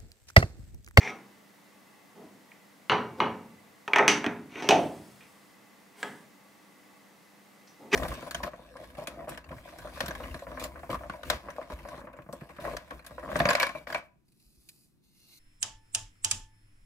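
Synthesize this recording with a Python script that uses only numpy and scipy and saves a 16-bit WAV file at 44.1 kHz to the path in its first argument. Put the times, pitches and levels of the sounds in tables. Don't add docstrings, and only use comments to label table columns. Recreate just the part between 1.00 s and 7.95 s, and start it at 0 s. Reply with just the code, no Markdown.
import sys
import numpy as np
from scipy import signal
from scipy.fft import irfft
from scipy.io import wavfile
from scipy.ndimage import uniform_filter1d

SR = 44100
rng = np.random.default_rng(int(sys.argv[2]) if len(sys.argv) > 2 else 0)


def log_audio(samples):
    frames = np.atleast_2d(samples).T
    limited = np.clip(frames, -1, 1)
    pcm = np.round(limited * 32767).astype(np.int16)
    wavfile.write(sys.argv[1], SR, pcm)


N = 306495
HZ = np.fft.rfftfreq(4096, 1 / SR)


def amp(db):
    return 10 ** (np.asarray(db) / 20)


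def evened(x):
    return x / np.sqrt(np.mean(x ** 2) + 1e-20)


def read(points, hz):
    f, value = np.transpose(points)
    return np.interp(np.log(hz + 1), np.log(f + 1), value)


def humps(resonances, hz):
    return sum(db * np.exp(-((hz - f) / width) ** 2) for f, width, db in resonances)


def wander(count, size):
    once = uniform_filter1d(rng.standard_normal(count), size)
    return evened(uniform_filter1d(once, size))


def add(mix, s, sound):
    part = mix[..., max(round(s * SR), 0):][..., :sound.shape[-1]]
    part += sound[..., :part.shape[-1]]


# f/Hz, relative level/dB
AIR_COLOUR = [(18, -59), (30, -30), (38, -37), (168, -7), (202, -1.5), (230, -8.5), (292, -4), (332, -10),
              (874, -11.5), (1550, -16), (2020, -12.5), (2300, -17.5), (2550, -20), (3490, -21.5),
              (15500, -29)]
AIR_DB = -58.02
# f/Hz, width/Hz, lift/dB
WHIRR = [(856, 55, 2.5), (1140, 34, 6), (2020, 49, 5), (2630, 83, 4)]
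# f/Hz, correlation (no unit)
LIKENESS = [(60, 0.314), (180, 0.39), (550, 0.54), (1650, 0.48), (4970, 0.61), (15000, 0.8)]
# f/Hz, rms level/dB
HUM = [(200, -69), (250, -85), (300, -75), (500, -77)]


def room_tone(waver_db=2.0):
    hz, frames, (left, other) = signal.stft(rng.standard_normal((2, N)), SR, nperseg=2048)
    same = np.clip(read(LIKENESS, hz), -1, 1)[:, None]
    right = same * left + np.sqrt(1 - same ** 2) * other
    whirr = humps(WHIRR, hz)[:, None]
    waver = waver_db * wander(len(frames), size=9) * whirr / whirr.max()
    z = np.array([left, right]) * amp(read(AIR_COLOUR, hz)[:, None] + whirr + waver)
    air = evened(signal.istft(z, SR, nperseg=2048)[1][:, :N])
    t = np.arange(N) / SR
    hum = sum(amp(db) * np.sqrt(2) * np.sin(2 * np.pi * (f * t + rng.random())) for f, db in HUM)
    return amp(AIR_DB) * air + hum


# f/Hz, relative level/dB
ROOM_GAIN = [(60, 10), (120, 14.5), (250, 12.5), (600, 13), (1400, 3.5), (2800, -1.5), (6000, 0),
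             (14000, -4.5)]
# f/Hz, t60/s
ROOM_T60 = [(60, 1.5), (130, 0.76), (250, 0.75), (600, 0.48), (1400, 0.44), (2800, 0.35), (6000, 0.31),
            (14000, 0.26)]


def workshop(x, build_s=0.0021, apart_low=0.095, apart_high=0.36):
    hz, t, z = signal.stft(rng.standard_normal((2, SR + SR // 4)), SR, nperseg=512)
    t60 = np.maximum(read(ROOM_T60, hz), .05)[:, None]
    decay = amp(read(ROOM_GAIN, hz)[:, None] - 60 * t / t60)
    z *= decay * np.sqrt(np.log(10 ** 6) / (t60 * SR))
    z[1] *= read([(250, apart_low), (4000, apart_high)], hz)[:, None]
    mid, side = signal.istft(z, SR, nperseg=512)[1]
    build_up = 1 - np.exp(-np.arange(len(mid)) / SR / build_s)
    room = np.array([mid + side, mid - side]) * build_up
    return signal.fftconvolve(x[None], room, axes=1)


def pulse(colour_db):
    log_gain = np.log(amp(np.r_[colour_db, colour_db[-2:0:-1]]))
    return np.fft.ifft(np.exp(np.conj(signal.hilbert(log_gain)))).real


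def bend(x):
    delay_s = .0025 / np.sqrt(1 + HZ / 500)
    phase = 2 * np.pi * np.cumsum(delay_s - delay_s[-1]) * HZ[1]
    smear = irfft(np.exp(-1j * phase))
    return signal.fftconvolve(x, smear[:len(smear) // 8])


RING_DB = -49


def ring(modes):
    t = np.arange(SR * 3 // 4) / SR
    hz, db, t60 = np.transpose(modes)[:, :, None]
    envelope = amp(RING_DB + db - 60 * t / t60)
    return (envelope * np.sin(2 * np.pi * (hz * t + rng.random(hz.shape)))).sum(0)


def radiate(x, modes, room_db, ring_db, chatter=.12, chatter_s=0.0037, apart=0.15):
    t = np.arange(SR // 40) / SR
    mid, side = chatter * rng.standard_normal((2, len(t))) * np.exp(-t / chatter_s)
    mid[0] = 1
    near = np.array([mid + apart * side, mid - apart * side]) / np.linalg.norm(mid)
    out = amp(room_db) * workshop(x)
    add(out, 0, signal.fftconvolve(bend(x)[None], near, axes=1))
    add(out, 0, amp(room_db + ring_db) * signal.fftconvolve(x, ring(modes)))
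    return out


CLACK_FADE = 0.11


def blows(rows, colour, modes, ring_db, clack_db, clack_octaves, pan_db):
    out = np.zeros((2, N))
    for s, db, thud_db, body_db, pitch_hz, treble_db, room_db in rows:
        weight = [(250, thud_db), (700, body_db), (1400, 0.0057), (2500, 0.0042), (5000, treble_db)]
        octaves = np.log2((HZ + 1) / pitch_hz)
        clack = (clack_db - CLACK_FADE * db) * np.exp(-(octaves / clack_octaves) ** 2)
        uneven_db = 2.5 * wander(len(HZ), size=9) * HZ / (HZ + 900)
        blow = pulse(db + read(colour, HZ) + read(weight, HZ) + clack + uneven_db)
        add(out, s, radiate(blow, modes, room_db, ring_db))
    return amp([[pan_db / 2], [-pan_db / 2]]) * out


def stroke(length_s, swell_db, edge_s):
    t = np.arange(0, length_s, 1 / SR)
    grip = np.minimum(np.minimum(t, length_s - t) / edge_s, 1)
    return grip * amp(swell_db * (t / length_s - .5))


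# f/Hz, relative level/dB, t60/s
LATHE_MODES = [(229.6, 2, 0.7), (296.3, 8, 0.56), (401, 14, 0.16), (415.6, 13.5, 0.51), (564, -13.5, 0.88),
               (698.3, 8, 0.35), (758, 6.5, 0.35), (798, -5.5, 0.53), (837, 6.5, 0.37), (888, 9, 0.38),
               (979, 0, 0.58), (1277, 3.5, 0.2), (1268, 8.5, 0.32), (1450, -17, 0.14), (1650, -7, 0.22),
               (1933, 6.5, 0.11), (2004, -13, .55), (2255, 6.5, 0.051), (2460, 8, 0.17), (2664, -6, 0.35),
               (3280, 7.5, 0.21), (3430, -15, 0.52), (3680, 1, 0.42), (5980, -17, 0.24), (5770, -7, 0.32)]


def rub(strokes, colour_db, edge_s, slips_per_s, spread_db, room_db, ring_db):
    out = np.zeros((2, N))
    for s, length_s, db, swell_db in strokes:
        force = amp(db) * stroke(length_s, swell_db, edge_s)
        size = amp(spread_db * np.minimum(rng.exponential(1, SR), 4)) * rng.choice([-1, 1], SR)
        train = size * (rng.random(SR) < slips_per_s / SR)
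        slips = evened(train[:len(force)]) * force
        rubbing = signal.fftconvolve(slips, pulse(colour_db))
        add(out, s, radiate(rubbing, LATHE_MODES, room_db, ring_db))
    return out


# start t/s, length/s, level/dB, swell/dB
RUSTLES = [(3.72, 0.85, -59.5, -17.5), (4.96, 0.28, -56.5, -17)]
# f/Hz, relative level/dB
RUSTLE_COLOUR = [(100, -34), (1500, -5), (4000, -5), (7000, -9), (8200, -3.5), (10000, -5), (12500, -13),
                 (16000, -9)]


def rustle():
    return rub(RUSTLES, read(RUSTLE_COLOUR, HZ), edge_s=0.036, slips_per_s=8300, spread_db=3.0,
               room_db=3.0, ring_db=-13)


# start t/s, length/s, level/dB, swell/dB
SHUFFLES = [(1.14, 0.123, -45, -0.5), (2.175, 0.032, -30, 7), (6.79, 0.12, -45.5, -8)]
# f/Hz, relative level/dB
SHUFFLE_COLOUR = [(40, -34), (110, -14), (230, 1.5), (450, -4), (1100, -8.5), (1600, -20), (4000, -24.5),
                  (16000, -41)]


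def shuffle():
    return rub(SHUFFLES, read(SHUFFLE_COLOUR, HZ), edge_s=0.0098, slips_per_s=1500, spread_db=1.5,
               room_db=0, ring_db=-2)


# t/s, level/dB, thud/dB, body/dB, clack f/Hz, treble/dB, room/dB
KNOCKS = [(1.8968, 10.5, -2.5, -3, 1460, 3.5, -1), (1.9181, 9, 2, -0.5, 1390, -0.5, 0.5),
          (2.2026, 11.5, 1.5, -1, 1140, -2.5, -1.5)]
# f/Hz, relative level/dB
BENCH_COLOUR = [(30, -47), (60, -32), (100, -9), (250, -4), (600, -5), (1000, 2), (1700, -2), (3000, 0),
                (3500, -10), (4300, -10.5), (5200, -28), (6100, -21), (7200, -35), (16000, -52)]
# f/Hz, relative level/dB, t60/s
BENCH_MODES = [(123.7, 2, 0.66), (226.6, 7.5, 0.76), (425, 7.5, 0.62), (535, 7.5, 0.61), (788, 6, 0.3),
               (878, -3.5, 0.65), (922, 0.5, 0.48), (982, 1.5, 0.4), (1043, 3, 0.32), (1270, -12, 0.45),
               (2150, 2, 0.24), (2270, -9, 0.63), (2800, -18, 0.73), (2930, 1, 0.26), (3240, -14, 0.38),
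               (5700, 0.5, 0.5)]


def bench():
    return blows(KNOCKS, BENCH_COLOUR, BENCH_MODES, ring_db=2, clack_db=4.5, clack_octaves=0.68, pan_db=-0.1)


# start t/s, length/s, friction level/dB, swell/dB
TURNS = [(4.93, .1, -53, 19)]
# t/s, level/dB, thud/dB, body/dB, clack f/Hz, treble/dB, room/dB
LOCKS = [(5.0292, 6, 0.5, -3.5, 1740, -2.5, -5.5)]
# f/Hz, relative level/dB
LEVER_COLOUR = [(40, -50), (160, -5.5), (600, -6), (2100, 2), (2500, -9.5), (3200, 1.5), (3600, -7),
                (4600, -15), (5000, -10), (5400, -18), (6700, -20), (7800, -9.5), (8500, -25), (16000, -40)]


def lever():
    turn = rub(TURNS, read(LEVER_COLOUR, HZ), edge_s=0.0033, slips_per_s=2700, spread_db=4.0,
               room_db=1.5, ring_db=-4)
    lock = blows(LOCKS, LEVER_COLOUR, LATHE_MODES, ring_db=-2.5, clack_db=4.0, clack_octaves=0.25, pan_db=0.0)
    return turn + lock


# start t/s, length/s, friction level/dB, swell over the stroke/dB
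SLIDES = [(0, 0.11, -29.5, -1), (3.49, 0.124, -37.5, 22), (3.625, .063, -35.5, 6), (6.91, 0.036, -20.5, 31)]
# f/Hz, width/Hz, lift/dB
SING = [(2230, 240, 7), (5730, 180, 5)]
# f/Hz, relative level/dB
STEEL_COLOUR = [(30, -48), (80, -23), (150, -10.5), (300, -4), (550, -10.5), (1400, -3), (2400, -4),
                (3300, -9), (4400, -14), (5300, -17), (6000, -7.5), (6900, -21.5), (10000, -28),
                (12000, -36.5), (16000, -35)]


def dovetail(dull_db=-3.0):
    dulling = read([(2500, 0), (4500, dull_db)], HZ)
    colour_db = read(STEEL_COLOUR, HZ) + humps(SING, HZ) + dulling
    return rub(SLIDES, colour_db, edge_s=0.0029, slips_per_s=1600, spread_db=1.5, room_db=-5.0, ring_db=0)


# t/s, level/dB, thud/dB, body/dB, clack f/Hz, treble/dB, room/dB
CLINKS = [ (0.0745, -1.5, 3.5, 3, 2360, -16, -10.5), (1.5171, -22.5, -16, -18, 2250, -5, -6),
          (2.8781, 5, -2.5, 3.5, 930, -7.5, -8), (2.9339, 18.5, -10, -3.5, 2240, -13.5, -6),
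          (2.9598, 17.5, -8, 7, 1850, -6.5, -4.5), (2.9846, 11.5, 3, 3, 1100, -3, -5.5),
          (2.9914, 17, -2, 10, 1930, -27, -4.5), (3.0794, 17.5, -3.5, -6.5, 2380, 6.5, 1),
          (3.2425, 6.5, -15, 8.5, 1650, -8.5, -4.5), (3.2634, 9, 14.5, -2, 2280, -7, -9.5),
          (3.5563, -10.5, 13, 6, 2240, -7, -3), (3.6231, -9, 9, 12.5, 2350, 6.5, 6),
          (3.6894, 13.5, 6.5, 10.5, 3030, 9, -4.5), (3.7065, 7.5, 10.5, 16, 710, 1, -2),
          (3.7088, 13, 7.5, -1, 2860, 0.5, -1), (4.2068, -28, -12, -16, 2510, 0, 8),
          (6.6742, -34.5, -6, -8, 4900, 12, 3), (6.9290, 0.5, 4.5, -4.5, 1900, 7, 9),
          (6.9462, 6, -3, 5, 1776, 9, 4)]


def tool_post():
    return blows(CLINKS, STEEL_COLOUR, LATHE_MODES, ring_db=-0.5, clack_db=10.0, clack_octaves=0.46,
                 pan_db=-0.5)


def scene():
    return room_tone() + rustle() + shuffle() + bench() + lever() + dovetail() + tool_post()


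def record(dry, ceiling=0.97):
    rounded = ceiling * np.tanh(dry / ceiling)
    low_pass = signal.firwin(511, 15750, window=("kaiser", 9), fs=SR)
    return signal.oaconvolve(rounded, low_pass[None], "same")


dry = scene()
out = record(dry)
log_audio(out)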